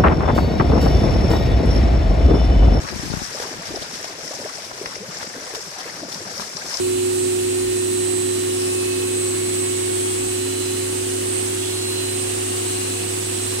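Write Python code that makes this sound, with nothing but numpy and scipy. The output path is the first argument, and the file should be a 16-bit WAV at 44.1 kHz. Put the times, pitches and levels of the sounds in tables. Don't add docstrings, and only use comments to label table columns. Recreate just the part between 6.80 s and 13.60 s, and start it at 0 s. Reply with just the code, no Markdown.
import sys
import numpy as np
from scipy import signal
from scipy.fft import rfft, irfft
from scipy.io import wavfile

SR = 44100
rng = np.random.default_rng(int(sys.argv[2]) if len(sys.argv) > 2 else 0)


def generate_wav(sig):
    pcm = np.round(np.clip(np.atleast_2d(sig).T, -1, 1) * 32767).astype(np.int16)
    wavfile.write(sys.argv[1], SR, pcm)


N = 299880
T = np.arange(N) / SR
FREQS = np.arange(N // 2 + 1) * SR / N
BLADES, RIPPLE_HZ, LEFT_LAG_S = 11, 100, 0.00059
TURN_RAD_PER_S = -5


def undb(db):
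    return 10 ** (np.asarray(db) / 20)


def curve(table):
    return np.interp(T, *np.transpose(table))


def swell(peak_s, sigma_s):
    return np.exp(-((T - peak_s) / sigma_s) ** 2 / 2)


def colour(hz, db_per_hz):
    return undb(np.interp(np.log(FREQS + 1), np.log(hz), db_per_hz)) * np.sqrt(SR / 2)


def wander(rate_hz, points=2048):
    hz = np.arange(points // 2 + 1) * SR / N
    lowpass = np.exp(-(hz / rate_hz) ** 2 / 2) * (hz > 0)
    drift = irfft(rfft(rng.standard_normal(points)) * lowpass)
    return np.interp(T, np.linspace(0, T[-1], points), drift / drift.std())


def scatter(rate_hz):
    return (wander(rate_hz) + 1j * wander(rate_hz)) / np.sqrt(2)


def stereo_scatter(rate_hz):
    return np.array([scatter(rate_hz), scatter(rate_hz)])


def place(right_db, lead_rad=0):
    return undb(np.array([[-right_db], [right_db]]) / 2) * np.exp(1j * np.array([[0], [1]]) * lead_rad)


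def tone(phase, rms_db, gain):
    return np.sqrt(2) * undb(rms_db) * np.real(gain * np.exp(1j * phase))


# time_s, shaft_hz
SHAFT_SPEED = [(0.0, 366.47), (0.45, 366.22), (0.95, 366.78), (1.5, 366.34), (2.15, 367.15), (2.85, 367.27),
               (4.1, 369.22), (5.2, 370.34), (5.8, 368.93), (6.5, 368.11), (6.8, 368.88)]


def shaft_phase():
    return 2 * np.pi * np.cumsum(curve(SHAFT_SPEED)) / SR


# time_s, level_db
HUM_SIDEBAND = [(0, -37), (1.25, -38.5), (2.25, -36.5), (2.6, -39.5), (3.3, -39.5), (4.0, -36), (4.6, -43),
                (5.2, -41.5), (5.45, -38), (6.8, -42.5)]
# order, level_db
SHAFT_ORDERS = [(2, -52.5), (3, -55.5), (5, -57), (7, -49), (8, -51.5), (9, -64), (10, -57), (12, -50.5),
                (15, -54), (20, -51), (23, -59), (24, -63)]


def motor_hum(shaft, ripple, start_db=-20, drift_db_per_s=-1.3151):
    hum_db = start_db + drift_db_per_s * T
    out = tone(shaft, hum_db, place(right_db=2.5, lead_rad=1.87))
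    lower_gain = place(right_db=-2.5, lead_rad=0.9) * (1 + 0.2 * scatter(rate_hz=4.2))
    upper_gain = place(right_db=2.5, lead_rad=1.95) * (1 + 0.5 * scatter(rate_hz=3.5))
    out += tone(shaft - ripple, curve(HUM_SIDEBAND), lower_gain)
    out += tone(shaft + ripple, rms_db=-47.5, gain=upper_gain)
    shaft_lead_rad = 2 * np.pi * SHAFT_SPEED[0][1] * LEFT_LAG_S
    for order, level_db in SHAFT_ORDERS:
        fading = 0.76 + 0.69 * stereo_scatter(rate_hz=2)
        out += tone(order * shaft, level_db, place(right_db=6, lead_rad=order * shaft_lead_rad) * fading)
    return out


# time_s, level_db
WHINE_THROB = [(0, -42), (.9, -49), (1.3, -34.5), (2.15, -43), (2.5, -35.5), (3.2, -30), (3.9, -42),
               (4.5, -34.5), (5.15, -46), (5.65, -33), (5.95, -47), (6.2, -39), (6.8, -34)]
# ripple_multiple, level_db
RIPPLE_SIDEBANDS = [(-2, -49), (1, -43.5), (2, -49.5)]


def fan_whine(shaft, ripple, blade_db=-51.5, whine_db=-43):
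    blade_gain = place(right_db=-2, lead_rad=0.92) * (1 + 0.59 * stereo_scatter(rate_hz=1.7))
    out = tone(BLADES * shaft, blade_db, blade_gain)
    whine = 2 * BLADES * shaft
    out += tone(whine, whine_db, place(right_db=10.5) * stereo_scatter(rate_hz=5.8))
    turn_rad = TURN_RAD_PER_S * T
    throb_gain = place(right_db=7.5, lead_rad=turn_rad) * (1 + 0.19 * stereo_scatter(rate_hz=3.9))
    out += tone(whine - ripple, curve(WHINE_THROB), throb_gain)
    for multiple, level_db in RIPPLE_SIDEBANDS:
        fading = 0.58 + 0.5 * stereo_scatter(rate_hz=2.5)
        out -= tone(whine + multiple * ripple, level_db, place(right_db=10, lead_rad=turn_rad) * fading)
    return out


def mains_hum(ripple, start_db=-37, drift_db_per_s=0.45):
    return tone(ripple, start_db + drift_db_per_s * T, place(right_db=-0.5, lead_rad=0.033))


# pitch_hz, level_db, right_db, lead_rad, waver_ratio
CASING_TONES = [(120.8, -52, 0, .2, .25), (162.5, -55.5, 0, .3, .7), (201, -54, 0, .5, .6),
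                (241.3, -49.5, 3, .7, .45), (305, -53, 3, 1.3, .8), (327.7, -43.7, 8, 1.5, .5),
                (523, -52, 7, 1.7, .5)]


def casing_tones():
    out = 0
    for pitch_hz, level_db, right_db, lead_rad, waver_ratio in CASING_TONES:
        waver = (1 + waver_ratio * scatter(rate_hz=2.8)) / np.hypot(1, waver_ratio)
        out += tone(2 * np.pi * pitch_hz * T, level_db, place(right_db, lead_rad) * waver)
    return out


# freq_hz, density_db_per_hz
RUMBLE_SPECTRUM = [(20, -73), (30, -88), (38, -68), (48, -71.5), (60, -88), (85, -71.5), (135, -74),
                   (165, -70), (240, -65), (290, -61.5), (350, -61.5), (450, -64), (560, -71.5),
                   (900, -91.5)]


def tank_rumble(corner_hz=290):
    air = rfft(rng.standard_normal(N)) * colour(*np.transpose(RUMBLE_SPECTRUM))
    spread = 1 / (1 + (corner_hz / (FREQS + 1)) ** 3)
    left = air * undb(-2 * spread) * np.exp(-2.4j * spread)
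    right = air * undb(3.2 * spread)
    return irfft(np.array([left, right]), N)


# freq_hz, left_db_per_hz, right_db_per_hz
HISS_SPECTRUM = [(250, -83, -72), (615, -74, -74), (663, -69.5, -70.5), (1420, -72.5, -70.5),
                 (2320, -72.5, -69), (2870, -69, -66.5), (3170, -71.5, -68.5), (5660, -74.5, -70.5),
                 (6350, -72.5, -67.5), (7520, -69.5, -67), (7980, -65.5, -62.5), (9180, -65, -66.5),
                 (12050, -75.5, -80.5), (15500, -83.5, -84)]


def slot_hiss(direct_share=0.072, direct_corner_hz=6000, low_cut_hz=200, rise_db_per_s=0.25):
    hz, left_db, right_db = np.transpose(HISS_SPECTRUM)
    left, right = rfft(rng.standard_normal((2, N)))
    share = direct_share / (1 + (FREQS / direct_corner_hz) ** 2)
    delayed = right * np.exp(-2j * np.pi * FREQS * LEFT_LAG_S)
    left = np.sqrt(1 - share ** 2) * left + share * delayed
    low_cut = FREQS ** 2 / (FREQS ** 2 + low_cut_hz ** 2)
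    air = np.array([left * colour(hz, left_db), right * colour(hz, right_db)]) * low_cut
    centres_hz = np.geomspace(500, 16000, 14)
    out = 0
    for weights in np.eye(len(centres_hz)):
        band = irfft(air * np.interp(FREQS, centres_hz, weights), N)
        flicker_db = 0.16 * wander(rate_hz=1.6) + 0.83 * wander(rate_hz=19)
        out += band * undb(flicker_db)
    return out * undb(rise_db_per_s * (T - T.mean()))


# peak_s, sigma_s, order, level_db, right_db, lead_rad
WAVE_CRESTS = [(.17, 0.12, 11, -51, 9, 2), (0.417, 0.16, 22, -32, 8.5, 3), (0.497, 0.4, 7, -50, 13, 1),
               (0.778, 0.061, 22, -34.5, 10, 4.3), (1.15, .35, 5, -55, 5, 0.5),
               (1.3, 0.4, 11, -46.5, 2, 0.7), (1.33, 0.2, 22, -34, 19, 3.5),
               (1.92, 0.15, 22, -31.5, -6, 3.5), (2.08, 0.19, 7, -45.5, 18, 1.8),
               (2.27, 0.25, 11, -44, -7, 3), (2.294, 0.66, 3, -54, 9, -1.5),
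               (2.435, 0.096, 22, -28.5, 2, 0.8), (2.8, 0.42, 6, -48.5, 10, 1),
               (2.78, 0.15, 22, -32, -4, 2.5), (3.268, 0.15, 22, -33, -13, 3), (3.27, 0.16, 9, -49, 9, 0.5),
               (3.8, 0.24, 11, -44.5, 13, -0.9), (4.574, 0.13, 22, -28, 7, 3.5), (4.8, 0.15, 9, -50, 15, 2),
               (5.094, 0.19, 11, -34, 1, 3), (5.42, 0.2, 22, -33, 11, 4), (5.9, 0.21, 22, -31.5, -9, 3),
               (6.0, 0.14, 11, -42, 0, 5), (6.6, 0.21, 22, -34, 9, -1.5), (6.65, .2, 11, -48, 10, 2)]


def standing_waves(shaft):
    out = 0
    for peak_s, sigma_s, order, level_db, right_db, lead_rad in WAVE_CRESTS:
        turn_rad = TURN_RAD_PER_S * (T - peak_s) * order / (2 * BLADES)
        gain = place(right_db, lead_rad + turn_rad)
        out += tone(order * shaft, level_db, gain) * swell(peak_s, sigma_s)
    return out


# peak_s, sigma_s, pitch_hz, width_hz, level_db
LIP_WHISTLES = [(.35, 0.47, 7400, 444, -42), (1.833, 0.093, 5260, 1100, -39),
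                (4.848, 0.072, 3400, 900, -41), (5.237, 0.057, 2900, 250, -42), (5.7, 0.51, 2820, 370, -45),
                (6.3, .45, 690, 70, -52)]


def lip_whistles():
    out = 0
    for peak_s, sigma_s, pitch_hz, width_hz, level_db in LIP_WHISTLES:
        resonance = 1 / (1 + (2 * (FREQS - pitch_hz) / width_hz) ** 2)
        air = irfft(rfft(rng.standard_normal((2, N))) * resonance, N)
        out += air / air.std() * undb(level_db) * swell(peak_s, sigma_s)
    return out * place(right_db=6.5).real


# peak_s, sigma_s, level_db
HOSE_SURGES = [(0.864, .045, -46), (3.47, .08, -50), (6.65, .04, -52)]


def hose_booms(pitch_hz=38.5):
    out = 0
    for peak_s, sigma_s, level_db in HOSE_SURGES:
        phase_wobble = np.exp(1j * wander(rate_hz=2))
        out += tone(2 * np.pi * pitch_hz * T, level_db, phase_wobble) * swell(peak_s, sigma_s)
    return out


def scene():
    shaft = shaft_phase()
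    ripple = 2 * np.pi * RIPPLE_HZ * T
    machine = motor_hum(shaft, ripple) + fan_whine(shaft, ripple) + mains_hum(ripple) + casing_tones()
    airflow = tank_rumble() + slot_hiss()
    return machine + airflow + standing_waves(shaft) + lip_whistles() + hose_booms()


def record(dry):
    cutoff_hz = 15750
    return signal.sosfilt(signal.ellip(12, 0.1, 90, cutoff_hz, fs=SR, output="sos"), dry)


dry = scene()
out = record(dry)
generate_wav(out)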